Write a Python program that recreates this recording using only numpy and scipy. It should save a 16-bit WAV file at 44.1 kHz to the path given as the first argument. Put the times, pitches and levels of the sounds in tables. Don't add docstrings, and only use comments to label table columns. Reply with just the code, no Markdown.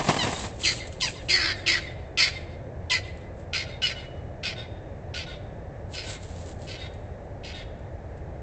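import sys
import numpy as np
from scipy import signal
from scipy.fft import rfft, irfft, next_fast_len
from scipy.io import wavfile
from scipy.ndimage import map_coordinates

SR = 44100
rng = np.random.default_rng(int(sys.argv[2]) if len(sys.argv) > 2 else 0)


def bounce(signal):
    frames = np.transpose(np.atleast_2d(signal))
    limited = np.clip(frames, -1, 1)
    pcm = np.round(limited * 32767).astype(np.int16)
    wavfile.write(sys.argv[1], SR, pcm)


N = 371322

# (time [s], length [s], first pitch [Hz], last pitch [Hz], level [dB],
# throat centre [Hz], throat width [Hz], rasp gain [dB])
SQUEALS = [ (0.185, 0.0511, 1048, 914.6, -27.5, 3410, 900, 0), (1.02, 0.031, 1077, 945, -25, 4860, 894, -5),
           (1.059, 0.0286, 969.8, 801.4, -31.5, 2540, 555, -5.5),
           (1.328, 0.0623, 1046, 995.4, -29, 2024, 200, 0),
           (1.697, 0.0627, 1080, 960.8, -28, 2000, 200, -0.5),
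           (2.214, 0.032, 1075, 1031, -28, 2100, 250, 2), (2.904, 0.03105, 1036, 977.2, -27, 2090, 605, 0),
           (2.932, 0.0362, 1055, 979.5, -27.5, 1950, 248, -0.5),
           (3.529, 0.0296, 1457, 1379, -38.5, 1503, 700, -0.5),
           (3.824, 0.0365, 1462, 1460, -25, 2960, 462, -2.5),
           (4.433, 0.0338, 1513, 1478, -43, 1500, 700, -2),
           (5.139, 0.036, 1482, 1433, -40, 1500, 700, -2.5),
           (5.94, 0.0457, 1529, 1486, -46.5, 2190, 800, -1.5)]


def syrinx(t, pitch_hz, jitter, noise_share, rattle):
    cycles = np.cumsum(pitch_hz * (1 + .025 * wobble(25, len(t)) + jitter * wobble(400, len(t)))) / SR
    slaps = np.diff(np.floor(cycles), prepend=-1) * amp(2.73 * rng.standard_normal(len(t)))
    puffs = rng.standard_normal(len(t)) * np.exp(-2 * (cycles % 1))
    flutter_hz = 66 * (1 + 0.2434 * wobble(37, len(t)))
    airflow = 1 + rattle * np.sin(2 * np.pi * np.cumsum(flutter_hz) / SR)
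    return airflow * (np.sqrt(1 - noise_share) * unit(slaps) + np.sqrt(noise_share) * unit(puffs)), cycles


def mouth(rasp):
    # (centre [Hz], width [Hz], gain [dB])
    modes = [(2030, 130, -4), (2500, 200, -6), (2950, 280, -11), (3350, 220, -9), (3800, 190, -5.3)]
    return sum((-1) ** k * amp(db) * resonate(rasp, hz * amp(0.59 * wobble(30, len(rasp))), width_hz)
               for k, (hz, width_hz, db) in enumerate(modes))


def beak(rasp, hz):
    # (ratio to hz [1], width [Hz], gain [dB])
    modes = [(0.939, 133.9, 2), (1.01, 126.5, 1), (1.09, 205.7, -2)]
    return sum((-1) ** k * amp(db)
               * resonate(rasp, ratio * hz * (1 + 0.0245 * wobble(25, len(rasp))), width_hz)
               for k, (ratio, width_hz, db) in enumerate(modes))


def slap_edge(t, rasp, shrill):
    # (frequency [Hz], gain [dB])
    spectrum = [(4500, -43), (5800, 3.5), (6500, 2.5), (7100, 2.5), (7700, -1.5), (8500, -11)]
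    rise_s, fall_db_per_s = .013, 67.5
    edge_db = -12 * (1 - ramp(t, rise_s)) - fall_db_per_s * np.maximum(t - rise_s, 0)
    return coloured(rasp, spectrum) * amp(blend((-17, -5), shrill) + edge_db)


def squawks():
    # (time [s], length [s], level [dB], fade [dB], first throat centre [Hz],
    # slackness [0-1], shrillness [0-1])
    calls = [ (0.633, 0.094, -23, -7, 3388, 0, 0.8), (1, 0.08, -29, -14, 3804, 0.28, 0.86),
             (1.284, 0.2378, -22.5, -4, 2920, 0.02, 0.51), (1.661, 0.1276, -21.5, -7, 2869, 0.04, 0.37),
             (2.172, 0.1197, -20.5, -7.5, 2730, .42, 0.44), (2.896, 0.0856, -24.5, -10.5, 3600, 0.4, 0.53),
             (3.529, 0.1093, -27, -10, 2585, 0.5, 0.27), (3.817, 0.1082, -28, -5, 2800, 0.58, 0.28),
             (4.429, 0.104, -29.5, -10.5, 2687, 0.62, 0.06), (5.137, 0.105, -33, -10.5, 2730, 1, 0.19),
             (5.935, 0.122, -37, -5, 2930, 0.86, 0.27), (6.669, 0.0964, -42, -2.5, 2840, 0.9, 0.23),
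             (7.432, 0.0895, -43, -0.5, 2627, 0.88, 0.28)]
    # (frequency [Hz], gain [dB])
    radiation = [(1050, -9), (1300, -10), (1650, -11.5), (1950, -6), (5000, -0.5), (5600, 1), (7000, -30),
                 (8500, -25)]
    drop_s, sag_s = 0.03134, 0.072
    bill_open_s, bill_close_s = 0.0398, 0.05
    push_rise_s, push_fade_s = .028, 0.0664
    out = np.zeros(N)
    for s, length_s, db, fade_db, first_hz, slack, shrill in calls:
        t = np.arange(int((length_s + 0.0053) * SR)) / SR
        rasp, cycles = syrinx(t, pitch_hz=345, jitter=.06, noise_share=.25, rattle=.3)
        open_hz, last_hz = blend((2146, 2530), slack), blend((1676, 2200), slack)
        width_hz = np.exp(blend(np.log((330, 900)), slack))
        sag = ramp(t - drop_s, sag_s) ** 1.9
        throat_hz = blend((first_hz, open_hz), ramp(t, drop_s)) + (last_hz - open_hz) * sag
        opening = 1 - (1 - ramp(t, bill_open_s)) ** 2
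        closing = ramp(t - length_s + bill_close_s, bill_close_s)
        gape_db = blend((-12.5, 4), opening) - 5 * sag - 5 * closing
        throat = resonate(rasp, throat_hz, width_hz) * (130 / width_hz) ** 0.19 * amp(7.5 - .15 * gape_db)
        beak_hz = blend((4816, 4543), shrill) * (1 - .05 * closing)
        beak_db = blend((-4.5, 4.5), shrill) + gape_db
        windpipe_db = blend((-16.5, -30), shrill) + 3.5 * slack - .4 * gape_db
        tract = coloured(throat + mouth(rasp) - amp(beak_db) * beak(rasp, beak_hz), radiation)
        windpipe = amp(windpipe_db) * narrow_band(rasp, hz=1519.3, width_hz=120)
        fundamental = amp(blend((-15.5, -42), slack)) * np.sqrt(2) * np.sin(2 * np.pi * cycles)
        voice = tract + windpipe + slap_edge(t, rasp, shrill) + fundamental
        push_db = -1.5 * (1 - ramp(t, push_rise_s)) + fade_db * ramp(t - push_rise_s, push_fade_s) ** 1.372
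        add(out, s, voice * amp(db + push_db) * gate(t, length_s + 0.0068))
    return out


def rasp_gain():
    t = np.arange(N) / SR
    return amp(sum(db * gate(t - s, length_s) for s, length_s, *_, db in SQUEALS))


def squeals():
    out = np.zeros(N)
    for s, length_s, first_hz, last_hz, db, throat_hz, width_hz, _ in SQUEALS:
        t = np.arange(int(length_s * SR)) / SR
        pitch_hz = np.interp(t, [0, length_s], [first_hz, last_hz]) * (1 + .008 * wobble(600, len(t)))
        partials_hz = np.arange(1, 9)[:, None] * pitch_hz
        peak = 1 / (1 + ((partials_hz - throat_hz) / width_hz) ** 2)
        leak = (width_hz / 1500) ** 2 / (1 + (partials_hz / 4600) ** 4)
        tone = ((peak + leak) * np.sin(2 * np.pi * np.cumsum(partials_hz, axis=1) / SR)).sum(axis=0)
        tone = unit(tone * amp(1.5 * wobble(220, len(t))))
        add(out, s, amp(db) * tone * gate(t, length_s, attack_s=0.0099, release_s=0.0016))
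    return out


def yard(bird):
    # (time [s], distance [m])
    route = [(0, 2.844), (2, 1.603), (3, 1.11), (4.5, 3.8), (6, 7.3), (6.8, 12.25), (7.6, 14.03)]
    # (frequency [Hz], gain [dB])
    wall_response = [(300, 3), (1500, -1), (2100, -0.5), (2700, -9.5), (3650, 6), (4200, -6.5),
                     (5200, -8.5), (8000, -3.5)]
    # (frequency [Hz], t60 [s])
    tree_decay = [(300, 0.4), (2000, 0.933), (3500, 0.8), (5000, 0.499), (8000, 0.695)]
    echo_path_m, sound_m_per_s = 46, 343
    distance_m = np.interp(np.arange(N) / SR, *np.transpose(route))
    delay_s = (echo_path_m - distance_m) / sound_m_per_s
    echo_db = -23 + 7 * np.log2(distance_m)
    porch = amp(-3.5) * scatter(bird, [(1000, 0.11)], length_s=.15, rise_s=0.0014)
    wall = scatter(bird, [(1000, 0.0668)], length_s=.15, rise_s=0.01)
    wall = filtered(wall, lambda hz: amp(along(wall_response, hz)))
    echo = amp(echo_db) * delayed(wall, delay_s)
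    second_echo = amp(-35) * delayed(wall, delay_s + .175)
    trees = scatter(amp(-20) * bird + amp(-13) * echo, tree_decay, length_s=0.91, rise_s=.022)
    return porch + echo + second_echo + trees


def wings():
    # (time [s], level [dB], t60 [s])
    beats = [(-.004, -23.5, 0.1365), (.042, -29, 0.154), (.068, -25.5, 0.142), (.086, -15, 0.183),
             (.14, -25.5, 0.07), (.163, -21.5, 0.077), (.192, -29.5, 0.31), (.228, -25.5, 0.547),
             (.27, -26.5, 0.118), (.325, -27.5, 0.089), (.365, -38, 0.77), (.437, -31.5, 0.177)]
    # (frequency [Hz], density [dB])
    spectrum = [(35, -40), (60, -13), (156, 4.5), (518, -4.5), (722, 1), (1010, -2.5), (1160, -4),
                (1370, -13.5), (1760, -7.5), (7200, -21.5), (8500, -33), (11000, -72.5), (18700, -120)]
    return bursts(beats, spectrum, attack_s=0.0051, grain_db=1)


def leaves():
    # (time [s], length [s], level [dB])
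    scurries = [(0.039, 0.4163, -38), (0.618, .14, -37.5), (1.056, 0.036, -38), (1.567, 0.0315, -53.5),
                (3.378, 0.0284, -63), (5.939, 0.0404, -46.5), (6.077, 0.055, -38.5), (6.216, 0.302, -53.5),
                (6.624, 0.075, -51)]
    # (time [s], level [dB])
    steps = [(.87, -41.5), (0.924, -45.5), (3.17, -57), (3.208, -60.5), (6.228, -45.5), (6.484, -50),
             (6.935, -55), (7.24, -65), (7.79, -66), (8.172, -62.5)]
    # (frequency [Hz], density [dB])
    spectrum = [(500, 2), (1500, -6), (3000, -1.5), (4200, 0.5), (5500, -5.5), (7500, 2), (8500, -9.5)]
    rise_db_per_s, fall_db_per_s, settle_db_per_s = 456.5, 289.5, 28
    t, power = np.arange(N) / SR, np.zeros(N)
    for s, length_s, db in scurries:
        before_s, after_s = np.maximum(s - t, 0), np.maximum(t - s - length_s, 0)
        release_db = np.maximum(-fall_db_per_s * after_s, -16 - settle_db_per_s * after_s)
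        power += amp(db - rise_db_per_s * before_s + release_db) ** 2
    crackle = coloured(rng.standard_normal(N) * amp(3.8 * wobble(2000, N)), spectrum)
    crunches = bursts([(s, db, .08) for s, db in steps], spectrum, attack_s=0.0034, grain_db=4.5)
    return crackle * np.sqrt(power) * amp(2 * wobble(40, N)) + crunches


def traffic():
    # (frequency [Hz], density [dB])
    spectrum = [(12, -31), (20, -10.5), (75, -1), (113, -3), (141, -6.5), (204, -13.5), (265, -16),
                (321, -14.5), (440, -14.5), (572, -10.5), (613, -13), (693, -15), (855, -21), (966, -26),
                (1300, -44.5), (1690, -68.5), (2860, -120)]
    road = amp(-38.5 + 0.17 * wobble(5, N)) * coloured(rng.standard_normal(N), spectrum)
    hum = amp(-46) * narrow_band(rng.standard_normal(N), hz=85.6, width_hz=22)
    return road + hum


def air():
    # (frequency [Hz], density [dB])
    spectrum = [(650, -43), (1100, -1), (1380, -3.5), (1710, 1.5), (3180, -18), (3690, -17), (4740, -22),
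                (6210, -21.5), (7860, -24), (8800, -58.5), (11400, -74.5), (19400, -120)]
    return amp(-57 + 0.32 * wobble(9, N)) * coloured(rng.standard_normal(N), spectrum)


def bursts(rows, spectrum, attack_s, grain_db):
    power, t = np.zeros(N), np.arange(SR // 2) / SR
    for s, db, t60_s in rows:
        add(power, s, amp(db - 60 * np.maximum(t - attack_s, 0) / t60_s) ** 2 * ramp(t, attack_s))
    return np.sqrt(power) * coloured(rng.standard_normal(N) * amp(grain_db * wobble(1200, N)), spectrum)


def scatter(x, decay, length_s, rise_s):
    hz, t, noise = signal.stft(rng.standard_normal(int(length_s * SR)), SR, nperseg=256)
    tail = signal.istft(noise * amp(-60 * t / along(decay, hz)[:, None]), SR, nperseg=256)[1]
    tail *= 1 - np.exp(-np.arange(len(tail)) / SR / rise_s)
    return signal.fftconvolve(x, tail / np.linalg.norm(tail))[:N]


def resonate(x, hz, width_hz):
    turn = np.exp(2j * np.pi * np.cumsum(hz * np.ones(len(x))) / SR)
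    pole = np.exp(-np.pi * abs(width_hz) / SR)
    return (turn * signal.lfilter([1 - pole], [1, -pole], x / turn)).real


def narrow_band(x, hz, width_hz):
    return unit(resonate(resonate(x, hz, width_hz), hz, width_hz))


def filtered(x, response):
    size = next_fast_len(len(x) + SR // 4)
    return irfft(rfft(x, size) * response(np.fft.rfftfreq(size, 1 / SR)), size)[:len(x)]


def coloured(x, spectrum):
    return unit(filtered(x, lambda hz: amp(along(spectrum, hz))))


def along(points, hz):
    knots_hz, values = np.transpose(points)
    return np.interp(np.log(hz + 1), np.log(knots_hz + 1), values)


def delayed(x, delay_s):
    return map_coordinates(x, [np.arange(N) - delay_s * SR], order=3)


def wobble(rate_hz, size):
    knots = rng.standard_normal(int(size * rate_hz / SR) + 4)
    return map_coordinates(knots, [np.arange(size) * rate_hz / SR])


def gate(t, length_s, attack_s=0.01196, release_s=.0076):
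    return np.sin(np.pi / 2 * ramp(t, attack_s) * ramp(length_s - t, release_s))


def ramp(t, span_s):
    return np.clip(t / span_s, 0, 1)


def blend(ends, share):
    return ends[0] + (ends[1] - ends[0]) * share


def amp(db):
    return 10 ** (np.asarray(db) / 20)


def unit(x):
    return x / np.sqrt(np.mean(x ** 2) + 1e-20)


def add(track, s, x):
    i = round(s * SR)
    x, i = x[max(-i, 0):], max(i, 0)
    track[i:i + len(x)] += x[:N - i]


def scene():
    bird = squawks() * rasp_gain() + squeals()
    return (bird + yard(bird) + wings() + leaves() + traffic() + air())[None]


def record(dry):
    overload, top_hz = 0.42, 8400
    rounded = dry[0] / (1 + (dry[0] / overload) ** 4) ** .25
    return filtered(rounded, lambda hz: 1 / np.sqrt(1 + (hz / top_hz) ** 90))[None]


dry = scene()
out = record(dry)
bounce(out)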